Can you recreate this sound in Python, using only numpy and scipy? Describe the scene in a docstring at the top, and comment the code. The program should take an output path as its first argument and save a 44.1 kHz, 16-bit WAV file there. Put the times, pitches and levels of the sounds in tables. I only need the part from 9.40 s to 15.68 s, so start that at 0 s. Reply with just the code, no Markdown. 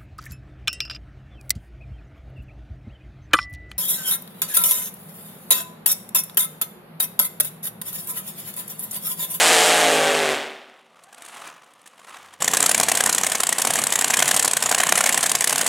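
"""Drag car: full-throttle run and loping idle

A V8 drag car with open headers spins its tyres past a trackside microphone, lifts off and crackles away.
Engine orders and coloured noise make the roar, gated bursts the pops, and gliding sines the tyre squeals.
At 3 s the scene cuts to the same car idling close by: each firing is a knock and a jet of hissing gas.
Decaying noise makes the diffuse answer of the barriers and the grandstand."""
import sys
import numpy as np
from scipy import signal
from scipy.fft import rfft, irfft, next_fast_len
from scipy.io import wavfile
from scipy.ndimage import map_coordinates

SR = 44100
rng = np.random.default_rng(int(sys.argv[2]) if len(sys.argv) > 2 else 0)


def store_wav(level_fs):
    """Save 16-bit WAV to argv[1]."""
    pcm = np.round(np.clip(np.atleast_2d(level_fs), -1, 1) * 32767)
    wavfile.write(sys.argv[1], SR, pcm.T.astype(np.int16))


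N = 276948
TIME = np.arange(N) / SR
CUT_S = 3.004  # the run gives way to the idle
TOP_HZ = 16000  # band limit of the microphone
JET_HZ, PIPE_HZ = 8150, 1723  # centres of the gas jet's whistle and of a header pipe's ring
# the car is nearest at the start and drives away
NEAREST_M, CAR_M_PER_S = 6.56, 14.9
# the throttle shuts: when, how long it takes, and the time constant of the sinking revs
LIFT_S, SHUT_S, RUN_DOWN_S = .92, 0.043, 0.26
# places in the firing order of the cylinders that blow towards the listener, and of the two that tend to misfire
CYLINDERS, NEAR_BANK, FALTERING = 8, [0, 3, 5, 6], [3, 6]
# how hard the idling engine runs, before the trim of each layer:
# (time [s], hiss [dB], bark [dB], machinery [dB])
EFFORT = [(3.03, -17.5, -24.5, -29.5), (3.23, -14, -21.0, -27), (3.62, -17, -22.5, -28.5),
          (3.72, -15.5, -23, -29), (3.91, -19, -23.5, -30), (4.11, -17.5, -25.5, -31.5),
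          (4.4, -19, -23.5, -26), (4.5, -17.5, -25.5, -29.9), (4.89, -16.2, -18, -25),
          (4.99, -16.5, -25.5, -27.5), (5.18, -17, -22.5, -32), (5.57, -18, -17.5, -25),
          (5.97, -16, -25, -30.5), (6.16, -18.5, -22.5, -27.5), (6.26, -17.5, -27, -26.5)]


def amp(db):
    """Level to amplitude ratio: 20 dB is a factor of ten."""
    return 10 ** (np.asarray(db) / 20)


def unit(x):
    """Normalise the mean power: scale to rms 1."""
    return x / np.sqrt(np.mean(x ** 2) + 1e-20)


def along(points, hz):
    """Interpolate (frequency [Hz], value) points on a logarithmic frequency axis, as pitch is heard."""
    f, v = np.transpose(points)
    return np.interp(np.log(hz + 1), np.log(f + 1), v)


def curves(rows):
    """Piecewise-linear motion: one value per sample for each column after the time."""
    s, *cols = np.transpose(rows)
    return [np.interp(TIME, s, c) for c in cols]


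def wobble(rate):
    """Band-limited random fluctuation: a smooth curve through `rate` random knots a second."""
    knots = rng.standard_normal(int(N * rate / SR) + 4)
    return map_coordinates(knots, [TIME * rate])


def filtered(x, response):
    """Linear filtering: multiply the spectrum by a response of frequency."""
    m = next_fast_len(N + SR // 2)
    return irfft(rfft(x, m) * response(np.fft.rfftfreq(m, 1 / SR)), m)[..., :N]


def coloured(x, spectrum):
    """Spectral shaping: impose (frequency [Hz], relative level [dB]), falling away beyond its ends, at rms 1."""
    lo, hi = spectrum[0][0], spectrum[-1][0]

    def response(hz):
        skirts = np.minimum(hz / lo, 1) ** 2 / np.maximum(hz / hi, 1) ** 2
        return amp(along(spectrum, hz)) * skirts
    return unit(filtered(x, response))


def noise(spectrum, gate=1):
    """Turbulence as amplitude-modulated random noise, coloured, at rms 1."""
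    return coloured(gate * rng.standard_normal(N), spectrum)


def strikes(s, sizes):
    """Impulsive excitation: one impulse of the given size at each time [s]."""
    samples = np.clip(np.round(s * SR), 0, N).astype(int)
    return np.bincount(samples, sizes, N + 1)[:N]


def stands(x, wet_db):
    """Diffuse reverberation: barriers and grandstand answer with noise that decays at each band's own rate."""
    # (frequency [Hz], time to decay by 60 dB [s])
    decay = [(100, 0.44), (600, 1), (3000, 0.77), (10000, 0.13)]
    hz, t, z = signal.stft(rng.standard_normal(SR), SR, nperseg=256)
    decaying = z * amp(-60 * t / along(decay, hz)[:, None])
    tail = signal.istft(decaying, SR, nperseg=256)[1]
    delayed = np.pad(x, (SR // 100, 0))
    return x + amp(wet_db) * signal.fftconvolve(delayed, tail / np.linalg.norm(tail))[:N]


def receding(near_db, distance_power, fade_db_per_s):
    """Spreading loss: the roar's gain falls as a power of distance, and dies away once the throttle shuts."""
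    distance = np.hypot(NEAREST_M, CAR_M_PER_S * TIME) / NEAREST_M
    faded = near_db - fade_db_per_s * np.maximum(TIME - LIFT_S, 0)
    return amp(faded) / distance ** distance_power


def burnout(note_db=.5, shock_db=-4, echo_db=-4, surge_db=3, echo_db_per_s=78, run_down_db=-47, waver_db=2.1,
            flutter=.003, run_down_db_per_s=110):
    """Engine orders and shocks: an uneven beat sounds as low orders; blasts steepen into a crackling rasp."""
    # mean speed, a cycle being eight firings: (time [s], engine cycles per second [Hz])
    speed_points = [(0, 55.64), (0.18, 56.62), (0.26, 56.15), (0.45, 54.7), (0.53, 53.2), (0.72, 51.43),
                    (0.8, 51.07), (0.87, 48.9), (0.93, 48)]
    # exhaust note: (multiple of the cycle rate, relative level [dB])
    orders = [(3, -11), (4, -15.5), (5, -4), (6, -10), (7, -13), (8, 4.5), (9, -0.5), (10, -5), (11, 3.5),
              (12, -14.5), (13, 0), (14, -6), (15, 0.5), (16, -7), (17, -6), (18, -19), (19, -19.5),
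              (21, -10), (22, -4), (30, -4), (33, -9)]
    # gas noise, lower and upper: (frequency [Hz], relative level [dB per Hz])
    rasp = [(30, -25), (80, -24), (150, -18), (260, -6), (450, 1), (750, 4), (1000, -0.5), (1400, 0),
            (1750, 2), (2400, 1), (3400, -1), (4500, -10.5), (7000, -19.5)]
    sizzle = [(2350, -20), (4000, -2.5), (5810, -3), (6520, 0), (8540, 1), (11900, -9), (13500, -17.5),
              (15100, -24), (15800, -23)]
    # the note, and the band that the ground bounce favours as the car passes:
    # (time [s], note before trim [dB], favoured frequency [Hz], lift [dB])
    aim = [(0, -26, 730, 9), (.2, -20.5, 740, 4.5), (.44, -21, 695.3, 7.5), (.58, -21, 530, 6),
           (.9, -24, 436, 3)]

    note, favoured_hz, lift = curves(aim)
    speed, = curves(speed_points)
    cycle = np.cumsum(speed * (1 + flutter * wobble(45))) / SR
    tone = np.zeros(N)
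    for order, db in orders:
        phase = 2 * np.pi * order ** 2 / 3  # the orders bunch into three surges a cycle
        favour = np.exp(-(np.log(order * speed / favoured_hz) / 0.17) ** 2)
        level = db + lift * favour + waver_db * wobble(23.8)
        tone += amp(level) * np.cos(2 * np.pi * order * cycle + phase)

    # three surges and eight firings a cycle modulate the gas
    blast = amp(surge_db * np.cos(2 * np.pi * 3 * cycle) + 2 * np.cos(2 * np.pi * 8 * cycle))
    firings = np.interp(np.arange(int(cycle[-1] * 8)) / 8, cycle, TIME)
    chance = rng.standard_normal((len(firings), 2))
    impulses = strikes(firings + .0002 * chance[:, 0], amp(2.5 * chance[:, 1]))
    shocks = unit(impulses * blast)

    def gas(spectrum):
        turbulence = unit(blast * rng.standard_normal(N))
        return coloured(turbulence + amp(shock_db) * shocks, spectrum)
    roar = receding(near_db=-16, distance_power=1.0, fade_db_per_s=65) * gas(rasp)
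    roar += receding(near_db=-18.0, distance_power=2.14, fade_db_per_s=115) * gas(sizzle)

    # the note stops when the throttle shuts; its smeared echo rolls on around the stands
    lifted = np.maximum(TIME - LIFT_S, 0)
    throttle = np.maximum(1 - lifted / SHUT_S, 0)
    diffuse = noise([(120, -28), (250, 4.5), (400, 0.5), (620, 5.5), (900, -4), (1400, -12)])
    smeared = 0.5 * unit(stands(tone, wet_db=18)) + 0.97 * diffuse
    echo = amp(note + echo_db - echo_db_per_s * lifted) * smeared
    # the lowest order slides down as the revs sink
    sinking_hz = orders[0][0] * speed * np.exp(-lifted / RUN_DOWN_S)
    sinking = np.sin(2 * np.pi * np.cumsum(sinking_hz) / SR)
    after = (1 - throttle) * (echo + amp(run_down_db - run_down_db_per_s * lifted) * sinking)
    return amp(note + note_db) * throttle * unit(tone) + roar + after


def blipped(lead_s=0):
    """Source modulation: each blip of throttle raises the level [dB] in a smooth Gaussian swell."""
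    # blips while coasting: (time of the peak [s], rise [s], fall [s], swell before layer scaling [dB])
    blips = [(2.04, 0.22, 0.13, 16), (2.74, 0.14, .2, 11.5)]
    t = TIME + lead_s
    return sum(db * np.exp(-((t - s) / np.where(t < s, rise, fall)) ** 2) for s, rise, fall, db in blips)


def pops(rows, hiss_spectrum, whistle, hiss_db, bark_db, knock_db):
    """Pulsed outflow: a pressure wave leaves the pipe, then gas barks and hisses for some milliseconds."""
    # pressure wave, its ground bounce and the swing of the pipe: (delay [s], half width [s], relative level [dB])
    wave_parts = [(.00046, 0.00016, -1.5), (.00148, 0.00024, -5), (.0043, .00032, -9.5)]
    # bark: (frequency [Hz], relative level [dB per Hz])
    bark_spectrum = [(300, -34), (500, -5.5), (740, 8), (900, -9), (1060, 5.5), (1350, -8), (1750, 5),
                     (2400, -0.5), (3300, -0.5), (4300, -8.5), (6500, -2)]

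    s, hiss, bark, knock = np.transpose(rows)
    t = np.arange(SR // 64) / SR
    samples = np.round(s[:, None] * SR).astype(int) + np.arange(len(t))
    at = np.minimum(samples, N - 1)
    chance = rng.standard_normal((len(s), 3))
    age = t / np.exp(0.21 * chance[:, :1])  # each burst runs at its own pace

    def sized(x, db):
        """Give each burst its energy, as rms over 5.5 ms."""
        return x * amp(db)[:, None] / np.sqrt(np.sum(x ** 2, 1, keepdims=True) / (0.0055 * SR))

    wave = np.zeros(len(t))
    for delay, width, db in wave_parts:
        offset = (t - delay) / width
        wave += amp(db) * offset * np.exp(-.5 * offset ** 2)
    bark_shape = amp(np.interp(age, [0, .0014, .0035, .0062, .009, .015], [-4.5, -10.5, 0, -5.5, -18.5, -44]))
    jet_shape = amp(np.interp(age, [.0005, .0019, .0055, .007, .009, .015], [-30, -3.5, -7, -15.0, -11.5, -54]))
    # the jet sings on a wandering note, different for every firing
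    jet_hz = JET_HZ * np.exp(0.0625 * chance[:, 1:2] + 0.086 * wobble(1300)[at])
    singing = np.sin(2 * np.pi * np.cumsum(jet_hz, 1) / SR) * amp(6 * wobble(700)[at])
    jet = noise(hiss_spectrum)[at] + whistle * singing
    # the pipe rings at a pitch that depends on the heat of each charge
    ring_hz = PIPE_HZ * np.exp(0.197 * chance[:, 2:])
    body = noise(bark_spectrum)[at] + 0.67 * np.sin(2 * np.pi * ring_hz * t)
    sound = sized(jet * jet_shape, hiss + hiss_db)
    sound = sound + sized(body * bark_shape, bark + bark_db)
    sound = sound + sized(wave[None], knock + knock_db)
    return np.bincount(samples.ravel(), sound.ravel(), N)[:N]


def coasting(rumble_db=-65, exhaust_db=-57, fizz_db=-73, rumble_grows=0.55, fizz_grows=1.34, fizz_lead_s=0.058,
             grain_db=4.0, rate_hz=88, drone_db=-60):
    """Modulated noise and pulses: a distant burble swells with each blip, with pops and a late drone."""
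    # distant layers: (frequency [Hz], relative level [dB per Hz])
    rumble_spectrum = [(25, -27), (65, -24), (90, -12), (130, 0), (230, 4), (350, -3), (550, 9), (900, -28)]
    exhaust_spectrum = [(300, -21), (500, -12), (700, 2), (900, 0), (1150, 6), (1600, -3), (2100, -3.5),
                        (3100, -5), (4500, -13.5), (6500, -16.5)]
    fizz_spectrum = [(2500, -7.5), (4000, -3), (5500, -12.5), (7500, -1), (9500, 1), (11500, -6.5),
                     (13500, -20), (15500, -34)]
    # overrun pops, before trim: (time [s], hiss [dB], bark and knock [dB])
    overrun = [(1.6354, -44.5, -60), (1.7265, -45, -42.5), (1.7447, -43, -45), (1.7794, -46, -46),
               (1.82, -38.5, -39), (1.848, -39, -39), (1.86, -40, -42), (1.883, -41, -49),
               (2.0726, -43, -34.5), (2.2411, -54, -56), (2.335, -51.5, -61), (2.4143, -52, -65),
               (2.459, -45, -42), (2.4731, -41.5, -48), (2.593, -52.2, -43.5), (2.6723, -60, -44),
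               (2.7658, -57, -39), (2.8574, -54, -44.5), (2.9348, -46, -40)]

    swell = blipped()
    rumble, exhaust = rumble_db + rumble_grows * swell, exhaust_db + swell
    fizz = fizz_db + fizz_grows * blipped(fizz_lead_s)
    burble = amp(grain_db * wobble(170))
    bed = amp(rumble) * noise(rumble_spectrum)
    bed += amp(exhaust) * noise(exhaust_spectrum, burble)
    bed += amp(fizz) * noise(fizz_spectrum, burble)
    drone_shape = np.interp(TIME, [2.68, 2.87, 3], [0, 1, .6])
    drone = amp(drone_db) * drone_shape * np.sin(2 * np.pi * rate_hz * TIME)

    # soft pops at the firing rate, with scattered times and levels
    chance = rng.standard_normal((130, 2))
    times = 1.6 + (np.arange(len(chance)) + 0.206 * chance[:, 0]) / rate_hz
    hiss, bark = [np.interp(times, TIME, db) + 3.9 * chance[:, 1] for db in (fizz, exhaust)]
    soft = pops(np.transpose([times, hiss, bark, bark]), fizz_spectrum,
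                whistle=.2, hiss_db=1, bark_db=-5.0, knock_db=-10.0)
    loud = pops([(s, hiss, bark, bark) for s, hiss, bark in overrun], fizz_spectrum,
                whistle=.2, hiss_db=-1.0, bark_db=-2.0, knock_db=-8.5)
    return np.interp(TIME, [1.1, 1.25], [0, 1]) * (bed + drone) + soft + loud


def tyres(level_db=-3, overtone_db=-4):
    """Stick-slip: rubber squeals faintly on a wavering note and its octave as the tyres grip again."""
    # one table per squeal: (time [s], centre frequency [Hz], level before trim [dB])
    squeals = [
        [(1.5, 620, -64), (1.6, 630, -58), (1.65, 730, -56), (1.7, 820, -55), (1.78, 870, -66)],
        [(1.7, 720, -67), (1.78, 690, -54), (1.9, 660, -58), (2.02, 660, -52)],
    ]
    sound = np.zeros(N)
    for rows in squeals:
        hz, db = curves(rows)
        sounding = (TIME > rows[0][0]) & (TIME < rows[-1][0])
        slipping = hz * (1 + .03 * wobble(230))
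        phase = 2 * np.pi * np.cumsum(slipping) / SR
        gain = sounding * amp(db + level_db + 4.7 * wobble(50.14))
        sound += gain * (np.sin(phase) + amp(overtone_db) * np.sin(2 * phase))
    return sound


def firing_times(places):
    """Crank kinematics: places in the firing order become firing times [s] at idle, in order."""
    # the idle hunts around 11.5 cycles a second: (time [s], engine cycles completed)
    crank = [(2.9864, 0), (3.2596, 3), (3.5161, 6), (3.7803, 9), (4.0329, 12), (4.2166, 14), (4.3032, 15),
             (4.4679, 17), (4.6426, 19), (4.7355, 20), (4.9097, 22), (5.0767, 24), (5.2573, 26),
             (5.5222, 29), (5.8587, 33), (6.0412, 35), (6.2941, 38)]
    s, cycles = np.transpose(crank)
    turns = np.arange(cycles[-1])[:, None] + np.array(places) / CYLINDERS
    return np.interp(turns.ravel(), cycles, s)


def near_firings(scatter_db=0.82, bark_scatter_db=1.84, knock_scatter_db=3.5, bark_loses=1.8, knock_loses=1.0):
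    """Uneven combustion: the near bank limps, weak where a charge burns poorly; rows as pops() takes."""
    # near cylinders in firing order: (hiss re effort [dB], bark re effort [dB], knock before trim [dB])
    voices = [(2, 2.5, -21.5), (0.5, -3, -20.5), (1.84, 0.1, -20), (-5, -2.5, -22.5)]
    # poor burns, each given to the nearest faltering firing: (time [s], change of hiss level [dB])
    misfires = [(3.05, -8), (3.11, -6), (3.32, -15), (3.38, -2.5), (3.46, -14), (3.58, -7), (3.76, -8),
                (3.81, -5), (3.9, -5), (3.93, -3.5), (3.98, -10), (4.01, -8), (4.1, -10), (4.16, -26.5),
                (4.28, -7), (4.42, -3), (4.45, -12), (4.5, -5.5), (4.68, -4), (4.71, -17), (4.86, -5.5),
                (5.11, -2.5), (5.14, -17), (5.2, -12), (5.41, -3), (5.47, -2), (5.5, -21), (5.75, -10),
                (5.81, -4), (5.93, -22), (5.98, -12), (6.24, -8)]
    times, faltering = firing_times(NEAR_BANK), firing_times(FALTERING)
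    lost = np.zeros(len(times))
    for s, db in misfires:
        nearest = faltering[np.argmin(np.abs(faltering - s))]
        lost[times == nearest] = db
    hiss, bark, _ = [np.interp(times, TIME, c) for c in curves(EFFORT)]
    own_hiss, own_bark, knock = np.resize(voices, (len(times), len(voices[0]))).T
    chance = rng.standard_normal((len(times), 3))
    return np.transpose([times, hiss + own_hiss + lost + scatter_db * chance[:, 0],
                         bark + own_bark + bark_loses * lost + bark_scatter_db * chance[:, 1],
                         knock + knock_loses * lost + knock_scatter_db * chance[:, 2]])


def far_firings(scatter_db=3.0):
    """Screening: the car's body hides the far bank, which fires softly in the gaps; rows as pops() takes."""
    times = firing_times([place for place in range(CYLINDERS) if place not in NEAR_BANK])
    machinery = curves(EFFORT)[-1]
    level = np.interp(times, TIME, machinery) + scatter_db * rng.standard_normal(len(times))
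    return np.transpose([times, level, level, level])


def idling(clatter_db=-4, whirr_db=-6.0, boom_db=-42, grain_db=3.0):
    """Pulse-driven resonance: uneven firings boom in the exhaust over valve clatter and belt-drive whirr."""
    # gas jet, valves and belt drive: (frequency [Hz], relative level [dB per Hz])
    hiss_spectrum = [(2000, -18), (3500, -5), (5000, -4.5), (6000, -3), (7000, 2.5), (8200, -0.5),
                     (10000, -2), (12000, -6.5), (13500, -13), (15800, -21)]
    clatter_spectrum = [(25, -44), (65, -51), (90, -15), (130, -1), (240, 1.5), (350, -8.5), (450, 0.5),
                        (620, 2), (780, 3), (1300, -3), (1750, -1), (2300, -1.5), (3100, -1), (5000, -14.5)]
    whirr_spectrum = [(3000, -19.5), (5000, -21), (6500, -2), (7600, 5.5), (9000, 4.5), (11000, 2),
                      (13000, -10), (15800, -20)]
    # low exhaust resonances: (frequency [Hz], width [Hz], relative level [dB])
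    resonances = [(96.5, 8.3, 3), (133, 19, 4.5), (169, 53, -3.5), (225, 29, 13), (312, 28.5, 14.5),
                  (400, 19, 0.5)]

    running = curves(EFFORT)[-1]
    near, far = near_firings(), far_firings()
    strong = pops(near, hiss_spectrum, whistle=0.81, hiss_db=1, bark_db=2.5, knock_db=-5.5)
    soft = pops(far, whirr_spectrum, whistle=0.47, hiss_db=-14.0, bark_db=-11.0, knock_db=-30)
    s, _, _, knock = np.vstack([near, far]).T

    def pipe(f):
        modes = sum(amp(db) * 1j * f * w / (hz * hz - f * f + 1j * f * w) for hz, w, db in resonances)
        return modes / (1 + (75 / (f + 1)) ** 8)  # little sounds below 75 Hz
    depth = np.interp(TIME, [3.5, 4.1], [3, -1])  # the boom eases as the car creeps forward
    boom = amp(boom_db + depth) * unit(filtered(strikes(s, amp(knock)), pipe))
    rattle = amp(grain_db * wobble(370))
    clatter = amp(clatter_db) * noise(clatter_spectrum, rattle)
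    whirr = amp(whirr_db) * noise(whirr_spectrum, rattle)
    return strong + soft + boom + amp(running) * (clatter + whirr)


def scene():
    """Superposition and decorrelation: the run, a cut, then the idle; mainly the treble has width."""
    # stereo spread: (frequency [Hz], side re mid [dB])
    spread = [(2000, -109), (4000, -38.5), (8000, -18.5), (15000, -25.5)]
    run = stands(burnout(), wet_db=-21) + stands(coasting() + tyres(), wet_db=-15)
    idle = stands(idling(), wet_db=-16)
    mid = np.where(TIME < CUT_S, run, idle)
    scatter = rng.standard_normal(SR // 200)
    side = np.convolve(mid, scatter / np.linalg.norm(scatter), "same")
    side = filtered(side, lambda hz: amp(along(spread, hz)))
    return np.array([mid + side, mid - side])


def record(dry):
    """Saturation and band limiting: the microphone rounds the highest peaks, thins the bass, stops at TOP_HZ."""
    # bass cut: (frequency [Hz], gain [dB])
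    bass_cut = [(30, -11.5), (62, -13.5), (90, -8), (125, -0.5)]
    rounded = dry / (1 + np.abs(dry / .85) ** 6) ** (1 / 6)
    thinned = filtered(rounded, lambda hz: amp(along(bass_cut, hz)))
    return filtered(thinned, lambda hz: hz < TOP_HZ)


dry = scene()
out = record(dry)
store_wav(out)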